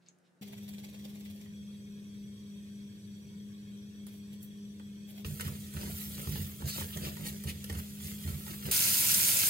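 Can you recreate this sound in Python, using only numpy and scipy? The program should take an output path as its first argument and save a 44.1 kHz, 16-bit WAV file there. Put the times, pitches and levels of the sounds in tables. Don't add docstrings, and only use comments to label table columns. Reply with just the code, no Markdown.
import sys
import numpy as np
from scipy import signal
from scipy.fft import rfft, irfft, next_fast_len
from scipy.io import wavfile
from scipy.ndimage import map_coordinates

SR = 44100
rng = np.random.default_rng(int(sys.argv[2]) if len(sys.argv) > 2 else 0)


def store_wav(level_fs):
    pcm = np.round(np.clip(np.atleast_2d(level_fs), -1, 1) * 32767)
    wavfile.write(sys.argv[1], SR, pcm.T.astype(np.int16))


N = 418509
T = np.arange(N) / SR

KITCHEN_AT, STIR_AT, FRY_AT = 0.411, 5.248, 8.711
TOP_HZ = 15850
ROOM_T60 = 0.19

# f/Hz, relative level per Hz/dB
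DINING_AIR_SPECTRUM = [(25, -42), (70, -24), (100, -4), (150, 4.5), (250, -2), (400, -4), (560, -4),
                       (1100, -14.5), (1500, -9), (3200, -27), (5500, -25), (9000, -25.5), (15000, -38)]
# f/Hz, level/dB
HUM_PARTIALS = [(178, -73), (360, -82.5)]
# t/s, half length/s, level/dB
HANDLING_RUSTLES = [(0.03, 0.012, -78), (0.08, 0.016, -69), (0.265, .02, -77)]
# t/s, level/dB, f/Hz, bandwidth/Hz
TABLEWARE_CLICKS = [(0.063, -52, 4960, 1500), (0.086, -40, 6600, 1110), (0.187, -54, 8000, 6000)]

# multiple of the shaft frequency, level/dB
SHAFT_ORDERS = [(1, -68.5), (2, -64), (3, -71), (4, -67.5)]
# f/Hz, relative level per Hz/dB
FAN_AIR_SPECTRUM = [(20, -45), (35, -20), (50, -17.5), (62, -13), (80, -3), (105, 2), (150, -2.5),
                    (185, 2.5), (240, -12.5), (330, -15), (450, -15.5), (600, -25), (800, -38), (1500, -48)]
# f/Hz, relative level per Hz/dB
FRY_DRONE_SPECTRUM = [(18, -47), (30, -6), (54, -28), (86, 0), (151, -2.5), (209, 0.5), (220, -11),
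                      (253, -9.5), (373, -12), (600, -26), (780, -27), (1320, -120)]
# f/Hz, relative level per Hz/dB
GAS_SPECTRUM = [(500, -1), (800, -10), (1050, 1.5), (1300, -5.5), (1700, 4), (2400, -17), (3700, -0.5),
                (5000, -2), (7000, -15), (9000, -5.5), (11500, -6), (14000, -5), (15500, -17)]
# f/Hz, bandwidth/Hz, relative level/dB
JET_MODES = [(1818, 147, -15.5), (2215, 91, -10.5), (2500, 134, -10.5), (3319, 93, -1.5),
             (3790, 120, -12.5), (4440, 69, -8), (5825, 250, -8.5), (8000, 480, -11.5), (7800, 150, -24)]

# f/Hz, relative level per Hz/dB
CLUMP_SPECTRUM = [(250, 4), (600, 11.5), (1400, -6.5), (2300, 5.5), (3400, 6.5), (5000, 1), (8000, -4),
                  (15000, -19)]
# f/Hz, relative level per Hz/dB
CRYSTAL_SPECTRUM = [(3000, -30), (7000, -7), (9000, -2.5), (11500, 0), (13500, 4.5), (15800, 2.5)]
# t/s, half length/s, level/dB, share of fine crystals/1
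SUGAR_SPILLS = [(0.69, 0.0053, -44, 0.55), (.845, 0.0056, -49, .15), (.952, 0.0099, -54, .1),
                (1.051, 0.0036, -47, 0), (1.264, 0.0077, -53.5, 0), (1.302, 0.0025, -50, 0.5),
                (4.085, .0089, -57, 0.5), (4.143, 0.033, -60.5, .84), (4.334, .013, -57.5, 0.5),
                (4.433, .013, -50.5, 0.98), (5.102, 0.02, -54, 0.65), (5.182, 0.027, -53.5, .5)]
SHAKE_FROM, SHAKE_UNTIL = 0.428, 1.412
SHAKE_DB, SHAKE_FADE_DB_PER_S, SHAKE_SCATTER_DB = -50.5, 5.5, 1.2
PUFF_HALF_S, PUFF_FINE_SHARE = 0.0075, 0.35
TRICKLE_DB = -64.5

# t/s, overall level/dB, then relative level/dB of splash, slap and thud
CONTACT_KNOCKS = [(1.459, -44, -15, -8, -8), (4.067, -43.5, 9.5, -5.5, -10), (4.7967, -38, -13, -9, -8),
                  (5.2466, -27, -8, -12, 6), (5.3974, -21.5, -12, -24, -16), (5.4081, -23, 4, -18, -7),
                  (5.448, -30.5, -7, -10, 16.5), (5.477, -31.5, 2, -3, -14), (5.7385, -36, 6, -8, 8),
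                  (5.83, -35, -7, -2, 4), (5.873, -42, -10, 5, 0), (6.1786, -34, -10, -7.5, 1),
                  (6.2714, -32.5, -4, -9, 17), (6.3567, -29, -4, -10, 0), (6.62, -34.5, -4, -2.5, 20),
                  (6.6817, -30, -5, -24, -1), (6.7788, -33.5, -10, -2.5, -1), (6.8096, -32.5, -8, 1.5, -5),
                  (6.9719, -32, 9, -8, -4), (7.067, -33, -8, 1, 0), (7.1676, -33.5, 2, -11, -6),
                  (7.4378, -36.5, 11, -7.5, -1), (7.484, -35, -9, -21, -1), (7.642, -26.5, 4, -25, -4),
                  (7.6978, -23, -1, -15, -3), (7.75, -28.5, -8, -17, 10.5), (8.2751, -36.5, 6, -13, 13),
                  (8.4647, -31.5, -4, -10, 2)]
# f/Hz, bandwidth/Hz, relative level/dB
WOK_MODES = [(467, 59, -1), (900, 81, -7.5), (1316, 120, 0), (1864, 97, 4.5), (2110, 130, 0.5),
             (2840, 650, -1.5), (3170, 300, 2.5), (4700, 1100, -10)]
# f/Hz, bandwidth/Hz, relative level/dB
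MEAT_MODES = [(330, 140, 8), (494, 270, 6.5), (650, 200, -2), (910, 200, 4), (1280, 300, -7)]
# f/Hz, bandwidth/Hz, relative level/dB
GRATE_MODES = [(46, 8.2, -20), (76.4, 22, 0.5), (91.2, 14, 3), (125.3, 22.8, -6.5), (152.8, 25.5, 1),
               (237, 177, -16), (380, 109, -18)]

# t/s of the start, length/s, rumble level/dB, rubbing level/dB
SPOON_SHOVES = [(5.233, 0.096, -39.5, -62.5), (5.392, .03, -48, -57), (5.452, 0.063, -40, -58),
                (5.735, 0.16, -38.5, -55), (5.914, 0.03, -43.5, -69), (6.06, .065, -44, -72),
                (6.159, 0.035, -44.5, -55), (6.255, 0.17, -36, -60), (6.594, 0.068, -38, -55),
                (6.75, 0.079, -41.5, -53), (6.945, 0.16, -41, -54), (7.186, 0.053, -39.5, -58),
                (7.262, 0.047, -44, -57), (7.44, 0.048, -36, -65.5), (7.701, .08, -39, -55),
                (8.015, 0.08, -45, -73), (8.244, 0.075, -36.5, -58), (8.368, 0.043, -46, -67),
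                (8.478, 0.039, -45.5, -57.5), (8.636, 0.082, -39.5, -54)]
SHOVE_ATTACK_S, SHOVE_SAG_DB_PER_S, SHOVE_RELEASE_DB_PER_S = 0.015, 17.5, 168
DRAG_RUMBLE_DB, DRAG_RUB_DB = -53, -75
# t/s of the middle, half length/s, scraping level/dB, sizzle level/dB
SLICE_SLIDES = [(5.258, 0.016, -57, -61), (5.41, 0.0098, -51, -58), (5.464, 0.021, -51.5, -58),
                (5.812, 0.058, -54.5, -55), (6.003, 0.033, -58, -53), (6.348, 0.087, -52.5, -53.5),
                (6.69, 0.016, -51, -42.5), (6.781, 0.04, -48.5, -45.5), (7.054, 0.03, -49, -50.5),
                (7.274, 0.021, -46, -46), (7.49, 0.013, -45.5, -46), (7.789, 0.013, -55, -51),
                (8.067, 0.044, -53, -51), (8.285, 0.027, -55, -56), (8.5, 0.041, -60, -54),
                (8.662, 0.023, -51, -48.5)]
# t/s, sizzle level/dB, steam level/dB
RESTING_HEAT = [(5.26, -55, -54), (5.42, -57, -54), (5.76, -57, -61), (5.96, -51.5, -47),
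                (6.26, -53.5, -51), (6.45, -59, -49.5), (6.69, -56.5, -64), (6.85, -55, -51),
                (7.48, -57, -60), (8.02, -57.5, -56), (8.22, -54.5, -52.5), (8.69, -55, -52.5)]
REST_SIZZLE_DB, REST_STEAM_DB = -0.5, 0
FLASH_STEAM_DB, SIZZLE_CRACKLE_DB = 1, -5.5
# f/Hz, relative level per Hz/dB
RUB_SPECTRUM = [(150, -24), (300, 4), (480, 7.5), (650, 1), (900, -13), (1200, -14), (1600, -4.5),
                (2500, -11)]
# f/Hz, relative level per Hz/dB
SCRAPE_SPECTRUM = [(700, -62), (1300, -38), (1900, -0.5), (3000, 4), (4600, 2.5), (7000, -5.5),
                   (12000, -25)]
# f/Hz, relative level per Hz/dB
SIZZLE_SPECTRUM = [(1500, -26), (3500, -3.5), (5000, -4.5), (7500, 3), (10000, 2), (12000, -12),
                   (15800, -2.5)]
# f/Hz, relative level per Hz/dB
STEAM_SPECTRUM = [(7000, -16), (10500, -4), (13000, 0), (15800, 2)]
# t/s, half length/s, level/dB, f/Hz, bandwidth/Hz
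MEAT_SQUEAKS = [(6.72, 0.037, -43.5, 4580, 1200), (6.94, 0.0094, -44, 3200, 300)]

# f/Hz, relative level per Hz/dB
FAT_SPECTRUM = [(300, -34), (600, -16.5), (830, -22.5), (980, -14.5), (1160, -29), (1350, -12.5),
                (1700, -16), (2400, -8.5), (3400, -9), (4600, -7), (6000, -6.5), (8000, -3.5), (14000, -1),
                (15800, -2.5)]
# f/Hz, relative level per Hz/dB
SPUTTER_SPECTRUM = [(700, -23), (1500, -3.5), (2500, 2.5), (6000, 3.5), (15800, -13)]
# t/s, level/dB, f/Hz, bandwidth/Hz
FAT_SPITS = [(8.757, -22, 9000, 5000), (8.809, -22, 6000, 5000), (9.015, -20, 10000, 5000),
             (9.1, -20, 10000, 4000), (9.145, -11, 5800, 2000), (9.204, -22, 8000, 4000),
             (9.303, -19, 6000, 3000)]

# f/Hz, left minus right level/dB
WOK_BALANCE_CURVE = [(60, -5.5), (150, -7), (400, 4), (700, -2.5), (1290, -8.5), (2400, 0), (8000, -1.5),
                     (12000, -1.5)]
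# f/Hz, gain of the side signal/dB
WIDTH_CURVE = [(60, -15), (290, 4.5), (500, -6), (700, 2), (8000, -0.5), (9800, -1.5), (11500, -9),
               (15000, -99)]


def amp(db):
    return 10 ** (np.asarray(db) / 20)


def unit(x):
    return x / np.sqrt(np.mean(x ** 2) + 1e-20)


def along(points, hz):
    f, value = np.transpose(points)
    return np.interp(np.log(hz + 1), np.log(f + 1), value)


def between(start, end):
    return np.clip((T - start) / .002, 0, 1) * np.clip((end - T) / .002, 0, 1)


def wobble(rate):
    knots = rng.standard_normal(int(N * rate / SR) + 4)
    return map_coordinates(knots, [T * rate])


def curves(rows):
    s, *columns = np.transpose(rows)
    return [np.interp(T, s, column) for column in columns]


def swell(s, half_s, db):
    return amp(db) ** 2 * np.exp(-np.minimum(((T - s) / half_s) ** 2, 50))


def filtered(x, response):
    m = next_fast_len(N + SR // 4)
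    return irfft(rfft(x, m) * response(np.fft.rfftfreq(m, 1 / SR)), m)[..., :N]


def coloured(x, spectrum):
    return unit(filtered(x, lambda hz: amp(along(spectrum, hz))))


def resonant(x, modes):
    def response(f):
        total = 0
        for k, (centre, width, db) in enumerate(modes):
            band = 1j * f * width
            total = total + (-1) ** k * amp(db) * band / (centre * centre - f * f + band)
        return total
    return filtered(x, response)


def noise():
    return rng.standard_normal(N)


def grains(rate, spread_db, life, size=48):
    when, pitch, chance = rng.random((int(rate * N / SR), 3)).T
    t = np.arange(size) / SR
    strength = amp(-spread_db * np.log(np.maximum(chance, .002)))
    waves = strength[:, None] * np.sin(2 * np.pi * TOP_HZ * pitch[:, None] * t) * np.exp(-t / life)
    where = (when * N).astype(int)[:, None] + np.arange(size)
    return unit(np.bincount(where.ravel(), waves.ravel(), N)[:N])


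def add(track, s, sound):
    part = track[round(s * SR):][:len(sound)]
    part += sound[:len(part)]


def clicks(rows):
    track, t = np.zeros(N), np.arange(SR // 50) / SR
    for s, db, hz, width in rows:
        age = np.pi * width * t
        add(track, s, amp(db) * np.sin(2 * np.pi * hz * t) * age * np.exp(1 - age))
    return track


def placed(x, lag_ms, room_db, size=2048):
    blocks = np.pad(x, (0, -N % size)).reshape(-1, size)
    t = np.arange(3 * size) / SR
    decay = amp(-60 * t / ROOM_T60) * (1 + 2.2 * np.exp(-t / 0.0065))
    tails = rng.standard_normal((2, len(blocks), len(t))) * decay / np.linalg.norm(decay)
    echoes = signal.fftconvolve(blocks[None], tails, axes=2)
    where = (size * np.arange(len(blocks))[:, None] + np.arange(echoes.shape[2])).ravel()
    wet = np.array([np.bincount(where, ear.ravel())[:N] for ear in echoes])
    half_lags = lag_ms / 1000 * np.array([[-1], [1]])
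    direct = filtered(x, lambda f: np.exp(1j * np.pi * f * half_lags))
    return (direct + amp(room_db) * wet) / np.hypot(1, amp(room_db))


def diffuse(spectrum, side_db):
    opposed = amp(side_db) * np.array([[1], [-1]])
    return coloured(noise() + opposed * noise(), spectrum)


def dining_table(handling_db=-88):
    tones = sum(amp(db) * np.sqrt(2) * np.sin(2 * np.pi * hz * T) for hz, db in HUM_PARTIALS)
    hum = tones * amp(1.9 * wobble(8.9))
    air = amp(-71.5) * diffuse(DINING_AIR_SPECTRUM, side_db=-2.5)
    handling_power = amp(handling_db) ** 2 + sum(swell(*row) for row in HANDLING_RUSTLES)
    rustle = np.sqrt(handling_power) * coloured(noise(), SCRAPE_SPECTRUM)
    handled = placed(rustle + clicks(TABLEWARE_CLICKS), lag_ms=0, room_db=0)
    return (hum + air + handled) * between(-1, KITCHEN_AT)


def fan(drone_db=-46.5):
    shaft_hz, beat_hz, beat_dip_s = 100.55, 3.31, .87
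    phase = 2 * np.pi * np.cumsum(shaft_hz * (1 + 0.00282 * wobble(7))) / SR
    beat_phase = 2 * np.pi * beat_hz * (T - beat_dip_s)
    drone = -amp(drone_db + 0.85 * wobble(16.0)) * np.sin(2 * phase + beat_phase)
    orders = sum(amp(db + 2.1 * wobble(10)) * np.sin(k * phase + .5 * wobble(13)) for k, db in SHAFT_ORDERS)
    tones = np.sqrt(2) * (drone + orders) * amp([[.7], [-.7]])
    early = tones + amp(-54.0) * diffuse(FAN_AIR_SPECTRUM, side_db=-6.0)
    late = amp(-13.5) * tones + amp(-46) * diffuse(FRY_DRONE_SPECTRUM, side_db=-13.0)
    return early * between(KITCHEN_AT, FRY_AT) + late * between(FRY_AT, np.inf)


def burner():
    hiss = amp(-68) * coloured(noise(), GAS_SPECTRUM)
    ring = amp(-63.5) * unit(resonant(noise(), JET_MODES))
    return placed(hiss + ring, lag_ms=-0.3, room_db=4.5) * between(KITCHEN_AT, FRY_AT)


def shakes(count=20):
    times = np.linspace(SHAKE_FROM, SHAKE_UNTIL, count)
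    levels = SHAKE_DB - SHAKE_FADE_DB_PER_S * (times - SHAKE_FROM)
    levels = levels + SHAKE_SCATTER_DB * rng.standard_normal(count)
    return [(s, PUFF_HALF_S, db, PUFF_FINE_SHARE) for s, db in zip(times, levels)]


def sugar():
    trickle = amp(TRICKLE_DB) * between(KITCHEN_AT, 1.46)
    coarse_power, fine_power = trickle ** 2, trickle ** 2 / 2
    for s, half_s, db, fine_share in shakes() + list(SUGAR_SPILLS):
        puff = swell(s, half_s, db)
        fine_power = fine_power + puff * fine_share
        coarse_power = coarse_power + puff * (1 - fine_share)
    coarse = coloured(grains(rate=5000, spread_db=3.5, life=0.00018), CLUMP_SPECTRUM)
    fine = coloured(grains(rate=6600, spread_db=3.5, life=0.00012), CRYSTAL_SPECTRUM)
    falling = coarse * np.sqrt(coarse_power) + fine * np.sqrt(fine_power)
    return placed(falling, lag_ms=0.547, room_db=1.0)


def taps(knock_t60=0.016, splash_t60=0.023, slap_t60=0.026, thud_t60=0.04):
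    knocks, splashes, slaps, thuds = np.zeros((4, N))
    t = np.arange(SR // 6) / SR
    crack = 1.54 * amp(-60 * t / 0.011)
    for s, db, splash_db, slap_db, thud_db in CONTACT_KNOCKS:
        a, b, c = rng.standard_normal((3, len(t)))
        add(knocks, s, amp(db - 4.5) * a * (crack + amp(-60 * t / knock_t60)))
        add(splashes, s, amp(db + splash_db - 12.0) * b * (crack + amp(-60 * t / splash_t60)))
        add(slaps, s, amp(db + slap_db + 7.5) * c * amp(-60 * t / slap_t60))
        add(thuds, s, amp(db + thud_db - 4.5) * np.sin(2 * np.pi * 110 * t) * amp(-60 * t / thud_t60))
    contact = resonant(knocks, WOK_MODES) + resonant(slaps, MEAT_MODES)
    contact = contact + resonant(splashes, [(10000, 8200, 0)])
    return placed(contact, lag_ms=0.47, room_db=1) + resonant(thuds, GRATE_MODES)


def push(start, length, db):
    age = np.maximum(T - start, 0)
    fall_db = SHOVE_SAG_DB_PER_S * age + SHOVE_RELEASE_DB_PER_S * np.maximum(age - length, 0)
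    return (np.minimum(age / SHOVE_ATTACK_S, 1) * amp(db - np.minimum(fall_db, 200))) ** 2


def stirring():
    rest_db, vapour_db = curves(RESTING_HEAT)
    rocking, rubbing = amp(DRAG_RUMBLE_DB) ** 2, amp(DRAG_RUB_DB) ** 2
    for start, length, rumble_db, rub_db in SPOON_SHOVES:
        shove = push(start, length, rumble_db)
        rocking = rocking + shove
        rubbing = rubbing + shove * amp(rub_db - rumble_db) ** 2
    sliding = sum(swell(s, half_s, db) for s, half_s, db, _ in SLICE_SLIDES)
    sliding = sliding + amp(rest_db + SIZZLE_CRACKLE_DB) ** 2
    flash = sum(swell(s, half_s, db) for s, half_s, _, db in SLICE_SLIDES)
    sizzling = amp(rest_db + REST_SIZZLE_DB) ** 2 + flash
    steaming = amp(vapour_db + REST_STEAM_DB) ** 2 + flash * amp(FLASH_STEAM_DB) ** 2

    slips = wobble(70)
    rumble = np.sqrt(rocking) * amp(-0.5) * unit(resonant(noise(), GRATE_MODES))
    rub_grains = coloured(grains(rate=1500, spread_db=4, life=0.00015), RUB_SPECTRUM)
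    rub = np.sqrt(rubbing) * amp(6.0 + 2 * slips) * rub_grains
    grit = coloured(grains(rate=3000, spread_db=2.5, life=0.00029), SCRAPE_SPECTRUM)
    ring = unit(resonant(grains(rate=1600, spread_db=3.5, life=0.00015), WOK_MODES))
    scrape = np.sqrt(sliding) * amp(3 + 1.7 * slips) * unit(grit + 0.61 * ring)
    sizzle_grains = coloured(grains(rate=4500, spread_db=2.0, life=0.00016), SIZZLE_SPECTRUM)
    sizzle = np.sqrt(sizzling) * amp(2.0 + 0.85 * wobble(45)) * sizzle_grains
    steam_grains = coloured(grains(rate=7000, spread_db=2.5, life=0.00012), STEAM_SPECTRUM)
    steam = np.sqrt(steaming) * amp(5.0) * steam_grains
    on = between(STIR_AT, FRY_AT)
    return placed((rub + scrape + sizzle + steam) * on, lag_ms=0.429, room_db=1.0) + rumble * on


def squeaks():
    bands = np.zeros(N)
    for s, half_s, db, hz, width in MEAT_SQUEAKS:
        bands += np.sqrt(swell(s, half_s, db)) * unit(resonant(noise(), [(hz, width, 0)]))
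    return placed(bands, lag_ms=0.46, room_db=-4.0)


def frying():
    boil = amp(0.41 * wobble(5) + 0.27 * wobble(60))
    bubbles = amp(-27.5) * coloured(grains(rate=8000, spread_db=3.5, life=0.00015), FAT_SPECTRUM)
    sputter = amp(-39) * coloured(grains(rate=420, spread_db=1.5, life=0.00014), SPUTTER_SPECTRUM)
    wash = amp(-26.5) * diffuse(FAT_SPECTRUM, side_db=-2)
    bursts = placed(bubbles + sputter + clicks(FAT_SPITS), lag_ms=0.438, room_db=-1)
    return boil * (bursts + wash) * between(FRY_AT, np.inf)


def scene():
    halves = np.array([[.5], [-.5]])
    wok = taps() + stirring() + squeaks() + frying()
    wok = filtered(wok, lambda hz: amp(along(WOK_BALANCE_CURVE, hz) * halves))
    return dining_table() + fan() + burner() + sugar() + wok


def record(dry):
    mid = (dry[0] + dry[1]) / 2
    side = filtered((dry[0] - dry[1]) / 2, lambda hz: amp(along(WIDTH_CURVE, hz)))
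    rumble_cut = signal.butter(3, 40, "high", fs=SR, output="sos")
    pair = signal.sosfilt(rumble_cut, [mid + side, mid - side])
    return filtered(pair, lambda hz: (1 - np.tanh((hz - TOP_HZ) / 70)) / 2)


dry = scene()
out = record(dry)
store_wav(out)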